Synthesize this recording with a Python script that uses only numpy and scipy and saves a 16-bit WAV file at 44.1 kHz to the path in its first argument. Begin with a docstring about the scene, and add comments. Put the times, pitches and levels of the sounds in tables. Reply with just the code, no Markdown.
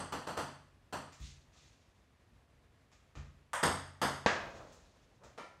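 """Table tennis serve practice

In a small, hard-walled room a ball clicks on the far half of the table and is gathered up. The player
wipes the paddle, tosses, stamps and serves: a hollow pock, two bounces, then a close slap on a plastic
screen that rings on. The ball rolls away with a murmur and taps the table's rim."""
import sys
import numpy as np
from scipy import signal
from scipy.fft import rfft, irfft, next_fast_len
from scipy.io import wavfile
from scipy.ndimage import map_coordinates

SR = 44100
rng = np.random.default_rng(int(sys.argv[2]) if len(sys.argv) > 2 else 0)


def wrap_up_sound(samples):
    """Save the sound to the file named by the first command line argument, as 16-bit audio."""
    columns = np.atleast_2d(samples).T
    # keep every value between -1 and 1, then stretch to whole-number steps
    tamed = np.clip(columns, -1, 1)
    steps = np.round(tamed * 32767).astype(np.int16)
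    wavfile.write(sys.argv[1], SR, steps)


N = 246959
AGE = np.arange(SR) / SR  # seconds since a hit
TIME = np.arange(N) / SR  # seconds into the scene

# Ball on table. Each row: start in seconds, then level, shell ring and centre drumming in dB.
BOUNCES = [(-.06, -34, -12, -19), (0.123, -36.5, -22, -40), (0.2699, -38, -20.5, -24),
           (0.3713, -34.5, -19.5, -25), (0.9261, -37.5, -18, -24), (3.6298, -25.5, -13.5, -19.5),
           (4.0159, -27.5, -22, -25)]
# Hand, sole and ball clicks. Each row: start in seconds, level in dB, brightness in dB per octave.
LIGHT_CLICKS = [(1.124, -59.5, 2), (1.199, -64.5, 7), (1.555, -69, -5), (2.918, -65.5, 0),
                (3.154, -54, -3.5), (4.721, -64, 5.5), (5.236, -62.5, 1.5)]
# Hand and cloth. Each row: start in seconds, level in dB, swell in seconds, fade in dB per second.
RUBS = [(1.19, -55.5, 0.069, 115), (1.52, -65.5, .06, 49), (4.4, -66.5, 0.14, 25)]
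# Feet on the floor, ball on the screen. Each row: start in seconds, level in dB.
FOOTSTEPS = [(1.2, -46), (2.311, -66), (3.16, -43.5)]
SCREEN_SLAPS = [(4.2611, -26)]
# Ball on paddle and on rim. Each row: start in seconds, level in dB, shell ring in dB.
PADDLE_STROKES = [(3.533, -33, -17)]
RIM_TAPS = [(5.378, -45, -30)]
# The rolling ball's fader ride. Each row: time in seconds, relative level in dB.
ROLL_FADER = [(4.46, -48.5), (4.594, -54.5), (4.602, -50), (4.804, -68), (5.076, -78.5), (5.138, -70),
              (5.16, -83), (5.248, -56.5), (5.36, -70)]

# Tone colours of the noises and struck bodies. Each row: frequency in Hz, relative level in dB.
ROOM_TONE_EQ = [(15, -33), (25, -9), (59, -4.5), (144, -10.5), (164, -15.5), (281, -16.5), (368, -20.5),
                (703, -22), (762, -24), (1080, -24.5), (1530, -28), (1660, -26), (7700, -41.5),
                (12200, -47), (15500, -61.5)]
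TABLE_EQ = [(35, -22.5), (70, -4.5), (110, -12), (150, -2), (500, -2.5), (900, 2), (1600, 3), (2200, 7),
            (3000, 8), (4600, 15), (6300, 15), (8200, 17), (9200, 15.5), (11000, 20.5), (15500, 9.5)]
CLICK_EQ = [(100, 1.5), (600, 2), (1300, 2.5), (2500, 0), (4500, -2), (7200, -1), (9500, -19.5),
            (15000, -25.5)]
RUB_EQ = [(710, -43), (1200, -13), (2710, -0.5), (3070, -3.5), (3530, 1), (4890, -2.5), (6650, -1),
          (12500, -31.5), (15000, -35)]
FLOOR_EQ = [(25, -24), (45, -1.5), (62, 6), (110, -21.5), (170, -3.5), (300, -16), (700, -60), (3000, -77)]
PADDLE_EQ = [(60, -54), (400, -19.5), (520, -7), (780, -6), (1080, -2.5), (1450, -6), (1850, -8.5),
             (2500, -20), (3300, -17), (4200, -29), (6200, -24), (8000, -23), (10500, -32), (15500, -39)]
SCREEN_EQ = [(29, -47), (50, -18), (100, -7), (134, -20), (211, -0.5), (256, -4), (513, 0.5), (701, -1),
             (1340, 0), (1440, -11), (1620, 3), (2020, -4), (2170, -6), (6690, -19), (15500, -62.5)]
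ROLL_EQ = [(100, -2), (300, -8), (560, -1), (800, -8), (1300, -10.5), (2500, -27.5), (6000, -41),
           (15000, -49)]
RIM_EQ = [(88, -45), (150, -9), (275, -11), (588, -2), (812, -5.5), (982, -7), (1080, -8), (1360, -4.5),
          (1460, -14.5), (2310, -13.5), (2690, -19.5), (6550, -26), (14000, -50)]

# What rings after a hit. Each row: pitch in Hz, relative level in dB, seconds to fade by 60 dB.
BALL_SHELL_MODES = [(8515, -8, 0.025), (10150, -12.5, 0.0073), (10730, -24, 0.0054)]
TABLETOP_MODES = [(140.6, -3, 0.85), (218.1, -2, 0.34), (270, -3, 0.62), (391, -1, 0.16), (502, 5.5, 0.32),
                  (620, -5, 0.6), (890, -4, 0.29)]
TABLETOP_LOWEST_MODE = [(90, 0, 1.0)]
HOLLOW_CLICK_MODES = [(1232, -2, 0.027), (1833, -11, 0.055), (2420, -10, 0.058)]
ROOM_BASS_MODES = [(59.7, 6.5, 0.23), (82.7, -7, 0.71), (139.1, -7, 0.66)]
BLADE_MODES = [(570, 6, 0.097), (1075, -5, 0.046), (1250, -3, 0.054), (3200, -9.5, 0.031)]
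SCREEN_MODES = [(134, -13, 0.72), (512, -13, 0.91), (617, -5.5, 0.67), (668, -5.5, 0.81), (695, -2, 0.63),
                (856, -16.5, 0.64), (943, -7.5, 0.77), (1020, -13, 0.93), (1174, -16.5, 0.32),
                (1420, -10.5, 0.81), (1421, -8.5, 0.5), (1550, -2.5, 0.62), (1610, -14.5, 0.78),
                (1690, -1, 0.42), (1750, -6.5, 0.49), (1911, -19, 0.32), (2170, -25.5, 0.72),
                (2520, -10, 0.8), (2767, -20, 0.51), (2966, -24.5, 0.8)]
RAIL_MODES = [(575, -15, 0.57), (988, -8.5, 0.6), (1236, -10, 0.37), (1376, 0, 0.5), (1775, -8, 0.5),
              (1920, -11, 0.59), (2340, -7.5, 0.42), (3042, -11, 0.38)]

# The room's reverb. Each row: frequency in Hz, seconds to fade by 60 dB.
REVERB_TIMES = [(60, 0.72), (150, 0.48), (400, 0.41), (1000, 0.51), (2000, 0.55), (5000, 0.53),
                (8500, 0.49), (11000, 0.45), (15000, 0.2)]


def amp(db):
    """Decibels to gain."""
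    return 10 ** (np.asarray(db) / 20)


def unit_energy(x):
    """Scale to energy 1."""
    return x / (np.linalg.norm(x) + 1e-20)


def curve_at(points, hz):
    """Read (Hz, value) points on a log frequency axis."""
    knots_hz, values = np.transpose(points)
    return np.interp(np.log(hz + 1), np.log(knots_hz), values)


def wobble(knots_per_s):
    """A smooth random drift."""
    knots = rng.standard_normal(int(N * knots_per_s / SR) + 4)
    return map_coordinates(knots, [TIME * knots_per_s])


def noise(eq):
    """Coloured noise of rms 1."""
    size = next_fast_len(N)
    gain = amp(curve_at(eq, np.fft.rfftfreq(size, 1 / SR)))
    coloured = irfft(rfft(rng.standard_normal(size)) * gain, size)[:N]
    return coloured / np.sqrt(np.mean(coloured ** 2))


def body(eq, tilt_db=0):
    """A body's dry knock: an impulse shaped by its EQ, the treble tilted by tilt_db per octave."""
    hz = np.fft.rfftfreq(SR, 1 / SR)
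    gain = amp(curve_at(eq, hz) + tilt_db * np.log2(1 + hz / 1000))
    cepstrum = irfft(np.log(gain), SR)
    cepstrum[1:SR // 2] *= 2  # minimum phase packs the energy into the attack
    cepstrum[SR // 2 + 1:] = 0
    return unit_energy(irfft(np.exp(rfft(cepstrum)), SR))


def ring(modes, scatter_db=1.0):
    """Damped modes, their balance scattered from hit to hit."""
    out = np.zeros(SR)
    for hz, db, t60 in modes:
        gain = amp(db + scatter_db * rng.standard_normal())
        out += gain * amp(-60 * AGE / t60) * np.sin(2 * np.pi * hz * AGE)
    return unit_energy(out)


def bloom(rise_s):
    """A soft attack that eases up to full level."""
    return 1 - np.exp(-AGE / rise_s)


def in_room(source, direct_db):
    """Direct sound, direct_db against the reverb, then wall echoes that thicken into a diffuse tail."""
    hz, age, spectrum = signal.stft(rng.standard_normal(SR), SR, nperseg=256)
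    decay = amp(-60 * age / curve_at(REVERB_TIMES, hz)[:, None])
    tail = signal.istft(spectrum * decay, SR, nperseg=256)[1][:SR]
    density = np.clip((AGE / 0.025) ** 2, 0.08, 1)
    echoes = rng.random(SR) < density
    response = tail * echoes / np.sqrt(density) * bloom(0.002)
    response[0] = amp(direct_db) * np.linalg.norm(response)
    return signal.fftconvolve(source, response)[:SR]


def add(track, start_s, sound):
    """Mix a sound in at its cue."""
    start = round(start_s * SR)
    part = sound[max(-start, 0):N - start]
    track[max(start, 0):][:len(part)] += part


def room_tone():
    """A faint, wavering bed of hush."""
    return amp(-67 + 0.85 * wobble(28)) * noise(ROOM_TONE_EQ)


def table_bounces():
    """Each contact is a lossy half-sine push, shorter and brighter when harder; shell and top ring on."""
    gentle_db, gentle_contact_ms, gentle_tilt_db = -34, 0.652, 0.49
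    shortening, brightening = 0.075, 0.054
    out = np.zeros(N)
    for start_s, db, shell_db, drum_db in BOUNCES:
        harder_db = db - gentle_db
        contact_ms = gentle_contact_ms * amp(-shortening * harder_db)
        progress = np.minimum(AGE * 1000 / contact_ms, 1)
        push = np.sin(np.pi * progress) * np.exp(-0.7 * progress)
        table = body(TABLE_EQ, gentle_tilt_db + brightening * harder_db)
        knock = unit_energy(signal.fftconvolve(push, table)[:SR])
        click = knock - amp(shell_db) * ring(BALL_SHELL_MODES)
        tabletop = amp(-14.5) * ring(TABLETOP_MODES)
        drum = amp(drum_db) * ring(TABLETOP_LOWEST_MODE)  # driven by hits near the middle
        board = amp(38) * (tabletop + drum) * bloom(0.032)
        add(out, start_s, amp(db) * (in_room(click, direct_db=-18.5) + board))
    return out


def light_clicks():
    """Hand, sole and ball make small ticks with a hollow ring."""
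    out = np.zeros(N)
    for start_s, db, tilt_db in LIGHT_CLICKS:
        tick = in_room(body(CLICK_EQ, tilt_db), direct_db=-13.5)
        hollow = amp(-7.5) * in_room(ring(HOLLOW_CLICK_MODES), direct_db=-2.5)
        add(out, start_s, amp(db) * (tick + hollow))
    return out


def rubbing():
    """A hand slides over table and paddle and clothes shift: uneven swishes that swell and die away."""
    envelope = np.zeros(N)
    for start_s, db, swell_s, fade_db_per_s in RUBS:
        age = TIME - start_s
        swell = np.clip(age / swell_s, 0, 1)
        envelope += swell * amp(db - fade_db_per_s * np.maximum(age - swell_s, 0))
    return envelope * amp(1.5 * wobble(45)) * noise(RUB_EQ)


def footsteps():
    """Soft thuds on the floorboards set the room's bass booming."""
    out = np.zeros(N)
    for start_s, db in FOOTSTEPS:
        boom = amp(36) * ring(ROOM_BASS_MODES) * bloom(0.01)
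        thud = amp(-5) * in_room(body(FLOOR_EQ), direct_db=-40)
        add(out, start_s, amp(db) * (thud + boom))
    return out


def paddle_strokes():
    """The rubber-faced blade gives a hollow, pitched pock with no bass."""
    out = np.zeros(N)
    for start_s, db, shell_db in PADDLE_STROKES:
        blade = unit_energy(body(PADDLE_EQ) + amp(-8.5) * ring(BLADE_MODES))
        pock = blade + amp(shell_db) * ring(BALL_SHELL_MODES)
        add(out, start_s, amp(db) * in_room(pock, direct_db=-11.5))
    return out


def screen_slaps():
    """Up close, the plastic sheet gives way in one swing, chatters for a moment and goes on ringing."""
    swing_hz, swing_t60_s = 560, 0.0096
    sheet = body(SCREEN_EQ)
    out = np.zeros(N)
    for start_s, db in SCREEN_SLAPS:
        swing = -amp(26.5) * ring([(swing_hz, 0, swing_t60_s)], scatter_db=0)
        burst = rng.standard_normal(SR) * np.exp(-AGE / 0.0045) * (AGE > 0.0008)
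        chatter = amp(28.5) * unit_energy(signal.fftconvolve(burst, sheet)[:SR])
        ringing = amp(24) * ring(SCREEN_MODES) * bloom(0.029)
        reverb = amp(-1.5) * in_room(sheet, direct_db=-21)
        add(out, start_s, amp(db) * (swing + chatter + ringing + reverb))
    return out


def ball_roll():
    """Dropping off the screen, the ball rolls and murmurs unevenly through the tabletop."""
    start_s, swell_s, trim_db = 4.3, 0.071, 0.5
    fade_in = np.clip((TIME - start_s) / swell_s, 0, 1)
    level_db = np.interp(TIME, *np.transpose(ROLL_FADER)) + trim_db
    return fade_in * amp(level_db + 1.4 * wobble(30)) * noise(ROLL_EQ)


def rim_taps():
    """The slow ball knocks the rim and sets its rail ringing."""
    out = np.zeros(N)
    for start_s, db, shell_db in RIM_TAPS:
        knock = body(RIM_EQ) + amp(shell_db) * ring(BALL_SHELL_MODES)
        rail = amp(28.5) * ring(RAIL_MODES) * bloom(0.025)
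        add(out, start_s, amp(db) * (in_room(knock, direct_db=-13) + rail))
    return out


def scene():
    """All layers in one mono mix."""
    mix = room_tone() + table_bounces() + light_clicks() + rubbing() + footsteps()
    mix += paddle_strokes() + screen_slaps() + ball_roll() + rim_taps()
    return mix[None]


def record(dry):
    """Master EQ: thin the deepest bass and cut off the very top."""
    low_cut_hz, top_hz = 40, 15750
    low_cut = signal.butter(4, low_cut_hz, "highpass", fs=SR, output="sos")
    thinned = signal.sosfilt(low_cut, dry)
    size = next_fast_len(N + SR // 2)
    passband = np.fft.rfftfreq(size, 1 / SR) < top_hz
    return irfft(rfft(thinned, size) * passband, size)[:, :N]


dry = scene()
out = record(dry)
wrap_up_sound(out)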